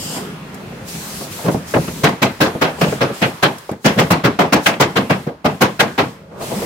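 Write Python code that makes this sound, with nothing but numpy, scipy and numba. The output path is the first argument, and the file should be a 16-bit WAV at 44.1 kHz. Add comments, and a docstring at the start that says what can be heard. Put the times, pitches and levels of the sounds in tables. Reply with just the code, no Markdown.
"""Hammering dents out of an aluminium hull

A hammer beats a thin aluminium hull that rests on trestles in a workshop, a phone close by. Each blow is a
swelling burst of dense sheet noise, with decaying sines for hull modes and struck panel. Duller knocks use the
same voices; banded noise makes the shop rumble, treble hiss, ticks and rubbing. The phone turns down and rounds
the loudest peaks and trims the top; the deepest bass is taken out."""
import sys
import numpy as np
from scipy import signal
from scipy.fft import irfft, next_fast_len
from scipy.io import wavfile
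from scipy.ndimage import uniform_filter1d
from numba import njit

SR = 44100
rng = np.random.default_rng(int(sys.argv[2]) if len(sys.argv) > 2 else 0)


def inscribe(sig):
    """Save sig as 16-bit PCM at rate SR to the path in sys.argv[1].

    A 1-D sig is mono; a 2-D sig holds one channel per row.
    Samples are clipped to [-1, 1] before scaling.
    """
    pcm = np.round(np.clip(np.atleast_2d(sig).T, -1, 1) * 32767)
    wavfile.write(sys.argv[1], SR, pcm.astype(np.int16))


N = 293337
TIME = np.arange(N) / SR  # s
BANDS_HZ = 25 * 2 ** np.arange(0, 9.5, 1 / 3)  # third-octave centres

# Hammer blows. Each row: nominal time in seconds, body, boom, clang and splash levels in dB,
# rise in ms, ring as a factor, low and high note of the struck panel in Hz.
BLOWS = [(1.738, -11.5, -13, -18.0, -59, 4.2, 0.67, 124, 483),
         (2.035, -7, -2.5, -8, -22, 9.9, 0.95, 151, 709),
         (2.219, -9, -8.5, -9.5, -24.5, 11.5, 0.84, 151.5, 353),
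         (2.404, -7.5, -7, -12.0, -21.5, 12, 1.12, 309, 528),
         (2.612, -11, -11, -13.5, -28.5, 12.5, 1.2, 159.5, 511),
         (2.811, -11, -9, -14, -29.5, 6, 1.06, 188, 583),
         (3.007, -10.5, -13.5, -14.5, -35, 11.3, 0.8, 169.6, 565),
         (3.216, -13.5, -11.5, -12, -31, 13, 0.93, 189.4, 694),
         (3.426, -7, -14, -8, -22.5, 11.3, 0.83, 183.6, 559),
         (3.846, -7, -1, -7, -22, 17.3, 0.94, 223.6, 387), (3.978, -8.5, -9, -13, -25, 20, 0.89, 158, 478),
         (4.104, -7.5, -6.5, -10, -20.5, 6, 0.97, 179, 485),
         (4.239, -8.5, -5.5, -10, -28.5, 18.4, 0.77, 290, 561),
         (4.389, -8.5, -5.5, -11, -28.5, 6.2, 1.05, 224, 723),
         (4.524, -6, -6, -6.5, -21.5, 9.2, 0.86, 277, 860), (4.66, -8, -14, -8, -19.5, 8.3, 0.98, 300, 659),
         (4.8, -5, -6.5, -6.5, -19.5, 13.1, 0.77, 169, 473), (4.957, -10, -14, -13, -31, 15, 0.8, 266, 468),
         (5.097, -10, -11, -14, -33, 12, 0.82, 195, 637),
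         (5.445, -10, -12, -16.5, -33.5, 11.7, 0.9, 256, 596),
         (5.609, -6.5, -9.5, -8.5, -20, 15, 0.82, 177, 386),
         (5.794, -6, -12, -7.5, -23.0, 14.2, 0.8, 144, 476),
         (5.979, -9, -15, -15.5, -33, 10.6, 0.95, 250, 411)]
# Dull knocks of the hull on its trestles or under a hand. Each row: nominal time in seconds,
# body, boom and clang levels in dB, rise in ms, ring as a factor, low and high panel note in Hz.
KNOCKS = [(0.155, -31.5, -32, -38, 14.3, 0.83, 190, 995), (0.939, -45, -30, -42, 13, 0.55, 169, 437),
          (1.202, -28.5, -34, -53, 8.9, 1, 180, 415), (1.383, -30.5, -53, -46, 10.4, 0.97, 135, 908),
          (1.439, -24.5, -17.5, -35, 24.6, 0.9, 166, 488), (1.477, -10.5, -7.5, -28, 10.3, 0.56, 165, 367),
          (1.545, -17.5, -15.5, -38, 1.9, 0.54, 182, 470), (1.761, -4, -9.5, -30, 4.7, 0.45, 223, 521),
          (1.843, -33, -45, -35, 2.1, 0.28, 179, 343), (1.873, -27.5, -23.5, -34, 9.7, 0.54, 172, 346),
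          (2.086, -15, -18, -25, 6.5, 0.39, 163, 370), (2.549, -20, -23, -50, 2.9, 0.57, 237, 537),
          (2.784, -29.5, -30, -47, 3.5, 0.4, 199, 510), (2.878, -37, -16, -34, 7.9, 0.49, 191, 535),
          (2.92, -16, -20, -37, 7.5, 0.33, 130, 506), (3.089, -22.5, -25, -47, 14.8, 0.4, 210, 565),
          (3.692, -23.5, -35, -39, 1.3, 0.47, 271, 374), (3.711, -29, -23, -43, 5.1, 0.88, 242, 388),
          (3.955, -22, -11.5, -42, 25.0, 0.6, 151, 478), (5.264, -21.5, -22, -41, 11.2, 0.88, 138, 483),
          (6.31, -39, -44, -60, 9.3, 0.56, 180, 473), (6.395, -26.5, -34, -42, 19.7, 0.97, 287, 637),
          (6.503, -24, -28, -48, 18, 1, 190, 505), (6.612, -23, -34, -43, 10.5, 0.99, 203, 475)]
# Colour regions of an impact. One row: centres of boom, body, clang and splash in Hz.
REGION_HZ = [160, 600, 2500, 9500]
# Low modes of the hull. Each row: frequency in Hz, relative level in dB, basic t60 in seconds.
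HULL_MODES = [(206, -11, 0.1), (367, -6, 0.31), (449.3, -1.5, 0.25), (551, -4.5, 0.36), (605, -8.5, 0.24),
              (687, -3, 0.22), (854, -12.5, 0.17), (910, -18, 0.2), (1127, -12, 0.18), (1250, -9, 0.17),
              (1382, -3, 0.068)]
# The sheet's countless upper modes. Each row: frequency in Hz, dB on top of the impact's colour,
# basic t60 in seconds.
SHEET = [(39.6, -49, 0.33), (66.6, -45, 0.76), (118, -6, 0.17), (181, -5, 0.29), (366, -6.5, 0.24),
         (800, -3, 0.23), (1510, -2, 0.19), (3130, -2.5, 0.18), (5940, -0.5, 0.15), (8700, -6.5, 0.15),
         (12900, 1, 0.1), (16000, -0.5, 0.1)]
# Stereo width. Each row: frequency in Hz, likeness of left and right from 0 to 1.
LIKENESS = [(30, 1), (60, 0.95), (150, 1), (300, 0.92), (600, 0.69), (1100, 0.06), (4000, 0.02)]
# Small dry ticks. Each row: start in seconds, relative level in dB.
TICKS = [(0.544, -27.5), (3.5827, -26), (3.714, -28.5)]
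# Shop background, mostly lower from about 2 s to 6.3 s. Each row: time in seconds, # rumble and middle control
# levels in dB.
SHOP = [(0, -32.5, -42.5), (0.18, -31, -35.5), (0.4, -35, -41.5), (0.74, -30.5, -40.5), (0.93, -34, -42),
        (1.45, -33.5, -38.5), (1.66, -33, -40.5), (1.98, -29.5, -44.5), (2.5, -48, -47.5),
        (2.94, -29.5, -37.5), (3.3, -52, -42.5), (3.8, -47, -54.5), (4.1, -45, -54), (5.1, -37, -54),
        (5.43, -46.5, -57), (6.27, -40.5, -57.5), (6.45, -29.5, -40), (6.65, -24.5, -36.5)]
# Colour of the rumble. Each row: frequency in Hz, relative dB per third octave.
RUMBLE = [(25, -34), (40, -25), (60, -18), (120, -12.5), (170, -1.5), (300, -10.5), (500, -10)]
# Colour of the hiss. Each row: frequency in Hz, relative dB per third octave.
HISS = [(3500, -5.5), (5000, -4), (7800, -2.5), (9300, -4.5), (12000, -1.5), (15500, -7.5)]
# Resonances in the hiss. Each row: centre in Hz, width in Hz, relative level in dB.
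WHINE = [(2950, 600, -8), (4960, 860, -6), (7340, 1500, -5), (8600, 420, -8), (11700, 700, -13.5)]
# Spells of treble hiss. Each row: start and end of the hold in seconds, hiss level in dB,
# level of its resonances in dB.
SPELLS = [(0, 0.169, -36.5, -27.5), (0.886, 1.24, -35, -60), (1.323, 1.46, -37.5, -60),
          (1.515, 1.535, -38, -60), (1.685, 2.044, -38, -60), (2.248, 2.756, -53.5, -60),
          (2.803, 2.94, -41.5, -33.5), (3.148, 3.274, -42.5, -38), (3.35, 3.707, -52, -60),
          (3.84, 4.1, -46, -60), (4.64, 4.66, -36, -60), (4.9, 4.95, -55, -60), (4.998, 5.24, -53, -60),
          (5.472, 6.12, -55.5, -60), (6.424, 6.65, -36, -60)]
# A hand or sleeve drags along the skin. Each row: time in seconds, control level in dB.
DRAG = [(0, -39.5), (.15, -38), (.3, -59), (6.25, -62), (6.33, -43), (6.4, -32), (6.47, -33.5), (6.55, -29),
        (6.65, -35)]

SPELL_RISE_DB_S, SPELL_FALL_DB_S = 603, 217
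WASH_MIDDLE_DB, WASH_HISS_DB, WASH_T60_S = -21, -36, 0.52  # levels relative to each blow's body
QUIET_DB = -42  # usual level of the middle
FLOOR_DB, FLOOR_STEEP = -54.5, 1.23  # treble floor at QUIET_DB, and its dB per dB of the middle
PAN_DB, KNOCK_PAN_DB = 0.6, 0.3  # left minus right
BOOM_RING, BOOM_RING_PER_DB = 0.57, -0.05  # factors; a strong boom spends itself sooner
KNOCK_BOOM_RING = 0.84
KNOCK_SPLASH_DB = -13  # relative to the clang
LEAD = 0.3  # part of the rise that comes before the nominal time
MODES_DB, PANEL_DB, PANEL_T60_S = -16.5, -1.0, 0.18
SPOT_DB, WAVER_DB = 5.0, 2.0  # full range of each band's offset; depth of the uneven ring
CRASH_DB, CRASH_SPEED = -9.5, 1.55  # faster layer under the ring, speed as a factor
TOP_HZ = 15800


def undb(db):
    """Turns decibels into amplitude."""
    return 10 ** (np.asarray(db) / 20)


def on_log(hz, table, order=1):
    """Reads one column of a frequency table on a log-frequency axis."""
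    table = np.array(table, float)
    return np.interp(np.log(hz), np.log(table[:, 0]), table[:, order])


def stereo_band(hz, width, size, modal_db=0):
    """Noise of rms 1 in a bell-shaped band, alike left and right in the bass, nearly unrelated in the treble."""
    size_fft = next_fast_len(size)
    f = np.arange(size_fft // 2 + 1) * SR / size_fft
    inside = np.flatnonzero(np.abs(f - hz) < 2 * width)
    bell = np.exp(-2 * ((f[inside] - hz) / width) ** 2)
    real, imaginary = rng.standard_normal((2, 2, len(inside)))
    # a sheet answers unevenly: random gains at points 25 Hz apart
    peaks = np.interp(f[inside], np.arange(SR // 50) * 25., rng.standard_normal(SR // 50))
    spectrum = np.zeros((2, len(f)), complex)
    spectrum[:, inside] = (real + 1j * imaginary) * bell * undb(modal_db * peaks)
    mid, side = irfft(spectrum, size_fft)[:, :size]
    like = np.clip(on_log(hz, LIKENESS), 0, 1)
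    pair = np.sqrt(1 + like) * mid + np.sqrt(1 - like) * side * np.array([[1], [-1]])
    return pair / np.sqrt(np.mean(pair ** 2))


def walk(rate):
    """Random levels drawn at the given rate in Hz and smoothed twice; spread near 1."""
    k = int(SR / rate)
    steps = np.repeat(rng.standard_normal(N // k + 1), k)
    return 1.31 * uniform_filter1d(uniform_filter1d(steps, k), k)[:N]


def add(out, s, sound):
    """Mixes a sound in from time s."""
    i = int(s * SR)
    out[:, i:i + sound.shape[1]] += sound[:, :N - i]


def spells(order):
    """Gain of the hiss spells from one level column: quick rise, hold, slower fall."""
    gain = np.zeros(N)
    for row in SPELLS:
        before = SPELL_RISE_DB_S * np.maximum(row[0] - TIME, 0)
        after = SPELL_FALL_DB_S * np.maximum(TIME - row[1], 0)
        gain += undb(row[order] - before - after)
    return gain


def wash():
    """Gain of what hangs in the air: an exponential decay after each blow."""
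    return sum((TIME > s) * undb(body - 60 * np.abs(TIME - s) / WASH_T60_S) for s, body, *_ in BLOWS)


def shop():
    """Rumble, middle and hiss follow their own levels as banded noise; every band flickers a little alone."""
    s, *columns = np.transpose(SHOP)
    rumble_db, middle_db = (np.interp(TIME, s, column) for column in columns)
    tail = wash()
    rumble = undb(rumble_db)
    centre = undb(middle_db) + undb(WASH_MIDDLE_DB) * tail
    floor = undb(FLOOR_DB + FLOOR_STEEP * (middle_db - QUIET_DB))
    hiss = floor + spells(order=2) + undb(WASH_HISS_DB) * tail
    out = np.zeros((2, N))
    for hz in BANDS_HZ:
        low = rumble * undb(on_log(hz, RUMBLE + [(1000, -22.0), (3000, -54)]))
        middle = centre * undb(-2.5 - 2.3 * np.log2(hz / 1200) ** 2)
        high = hiss * undb(on_log(hz, [(300, -60), (1500, -13.5)] + HISS))
        flicker_db = np.interp(np.log(hz), np.log([200, 4000]), [3.0, 1.1])
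        flicker = undb(flicker_db * walk(14))
        level = np.sqrt(low ** 2 + middle ** 2 + high ** 2)
        out += level * flicker * stereo_band(hz, hz / 4, N)
    whine = sum(undb(db) * stereo_band(hz, width, N) for hz, width, db in WHINE)
    return out + spells(order=3) * whine


def drag():
    """Rubbing rustles the panels in the low middle, in uneven grains."""
    rustle = stereo_band(450., 450., N) + undb(-2.5) * stereo_band(950., 700., N)
    return undb(np.interp(TIME, *np.transpose(DRAG)) + 2.4 * walk(60)) * rustle


def sheet_noise():
    """The dense upper modes as bands of noise, more jagged in frequency toward the treble."""
    return np.array([stereo_band(hz, hz / 4, N, modal_db=np.interp(hz, [500, 1500], [0, 2.4]))
                     for hz in BANDS_HZ])


def ring_sheet(colour, after, spot, sheet, waver):
    """The crash under the head spreads out fast; the sheet rings on below it, band by band."""
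    gain = undb(on_log(BANDS_HZ, colour) + on_log(BANDS_HZ, SHEET) + SPOT_DB * spot)[:, None]
    length = on_log(BANDS_HZ, colour, order=2) * on_log(BANDS_HZ, SHEET, order=2)
    fall = after / length[:, None]
    shape = gain * (np.exp(fall) + undb(CRASH_DB) * np.exp(CRASH_SPEED * fall)) * waver
    return np.einsum("bt,bct->ct", shape, sheet)


def ring_modes(colour, t, after, ring, luck):
    """Low hull modes as decaying sines; each spot drives them differently and dents shift them a little."""
    mode_hz, mode_db, mode_t60 = np.transpose(HULL_MODES)
    detune, drive, phase = luck.reshape(3, -1, 1)
    hz = mode_hz[:, None] * (1 + 0.065 * (detune - .5))
    strength = undb(MODES_DB + on_log(mode_hz, colour) + mode_db)[:, None] * undb(11.3 * (drive + 0.5))
    dying = np.exp(after / (ring * np.clip(mode_t60, .05, .26)[:, None]))
    return np.sum(strength * dying * np.sin(2 * np.pi * (hz * t + phase)), axis=0)


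def ring_panel(notes_hz, levels_db, factors, phases, t, after):
    """The struck panel sings two decaying sines, a low boom note and a higher body note."""
    sound = np.zeros(len(t))
    for hz, db, factor, phase in zip(notes_hz, levels_db, factors, phases):
        dying = np.exp(after / (factor * PANEL_T60_S))
        sound += undb(PANEL_DB + db) * dying * np.sin(2 * np.pi * (hz * t + phase))
    return sound


def hull(events):
    """Every impact rings sheet, low modes and struck panel with its own colour, rise and length."""
    out, size = np.zeros((2, N)), SR // 2
    t = np.arange(size) / SR
    sheet = sheet_noise()
    # each region of the ring fades unevenly, with its own random wavering
    region = np.searchsorted([330, 1200, 5000], BANDS_HZ)
    waver = undb(WAVER_DB * np.array([walk(110) for _ in REGION_HZ]))[region]
    for s, body, boom, clang, splash, pan, rise_ms, ring, boom_ring, *notes_hz in events:
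        luck = rng.random(3 * len(HULL_MODES) + 3)
        spot = rng.random(len(BANDS_HZ)) - .5
        colour = np.transpose([REGION_HZ, [boom, body, clang, splash], [boom_ring, ring, ring, ring]])
        rise = (1 + LEAD) * max(rise_ms, .5) / 1000  # s
        after = -np.log(1000) * np.maximum(t - rise, 0)  # decay exponent, 60 dB per t60
        start = int(luck[-1] * (N - size))  # a random stretch of the sheet noise
        part = slice(start, start + size)
        sound = ring_sheet(colour, after, spot, sheet[:, :, part], waver[:, part])
        sound += ring_modes(colour, t, after, ring, luck[:-3])
        sound += ring_panel(notes_hz, (boom, body), (boom_ring, ring), luck[-3:-1], t, after)
        # the sheet buckles under the head, so the sound swells over some ms
        sound *= np.clip(t / rise, 0, 1) ** 1.68
        sound *= undb(np.array([[pan], [-pan]]) / 2)
        add(out, s - LEAD * rise_ms / 1000, sound)
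    return out


def knocks():
    """The hull bumps its supports: impacts whose splash follows the clang."""
    return [(s, body, boom, clang, clang + KNOCK_SPLASH_DB, KNOCK_PAN_DB, rise, ring, KNOCK_BOOM_RING, *notes)
            for s, body, boom, clang, rise, ring, *notes in KNOCKS]


def ticks():
    """Grit or a rope end clicks against the metal: short decaying bursts of treble noise."""
    out, t = np.zeros((2, N)), np.arange(SR // 20) / SR
    for s, db in TICKS:
        add(out, s, undb(db - 4.5) * np.exp(-t / 0.0073) * stereo_band(8600.0, 9200.0, len(t)))
    return out


def blows():
    """Hammer blows crumple the sheet: impacts whose boom dies sooner the stronger it is."""
    return [(s, body, boom, clang, splash, PAN_DB, rise, ring, BOOM_RING + BOOM_RING_PER_DB * boom, *notes)
            for s, body, boom, clang, splash, rise, ring, *notes in BLOWS]


def scene():
    """Mixes the shop, the rubbing, the impacts on the hull and the ticks."""
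    return shop() + drag() + hull(knocks() + blows()) + ticks()


@njit
def limit(x, top, ratio, attack, release):
    """Follows the louder channel and turns both down above the top level; speeds are fractions per sample."""
    y, level = np.empty_like(x), 0.
    for i in range(x.shape[1]):
        peak = max(abs(x[0, i]), abs(x[1, i]))
        level += (peak - level) * (attack if peak > level else release)
        y[:, i] = x[:, i] * min(1., (top / (level + 1e-9)) ** (1 - 1 / ratio))
    return y


def record(dry):
    """The phone limits, rounds peaks, favours the left port in the treble and cuts the top; the deepest bass is
    taken out."""
    held = np.tanh(limit(dry, top=0.41, ratio=1.25, attack=0.085, release=0.001)) / 1.305
    held = signal.sosfilt(signal.butter(2, 45, "highpass", fs=SR, output="sos"), held)
    treble = signal.sosfilt(signal.butter(2, [6500, 12500], "bandpass", fs=SR, output="sos"), held)
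    held = held + 0.27 * treble * np.array([[1], [-1]])
    return signal.sosfilt(signal.ellip(8, .2, 70, TOP_HZ, fs=SR, output="sos"), held)


dry = scene()
out = record(dry)
inscribe(out)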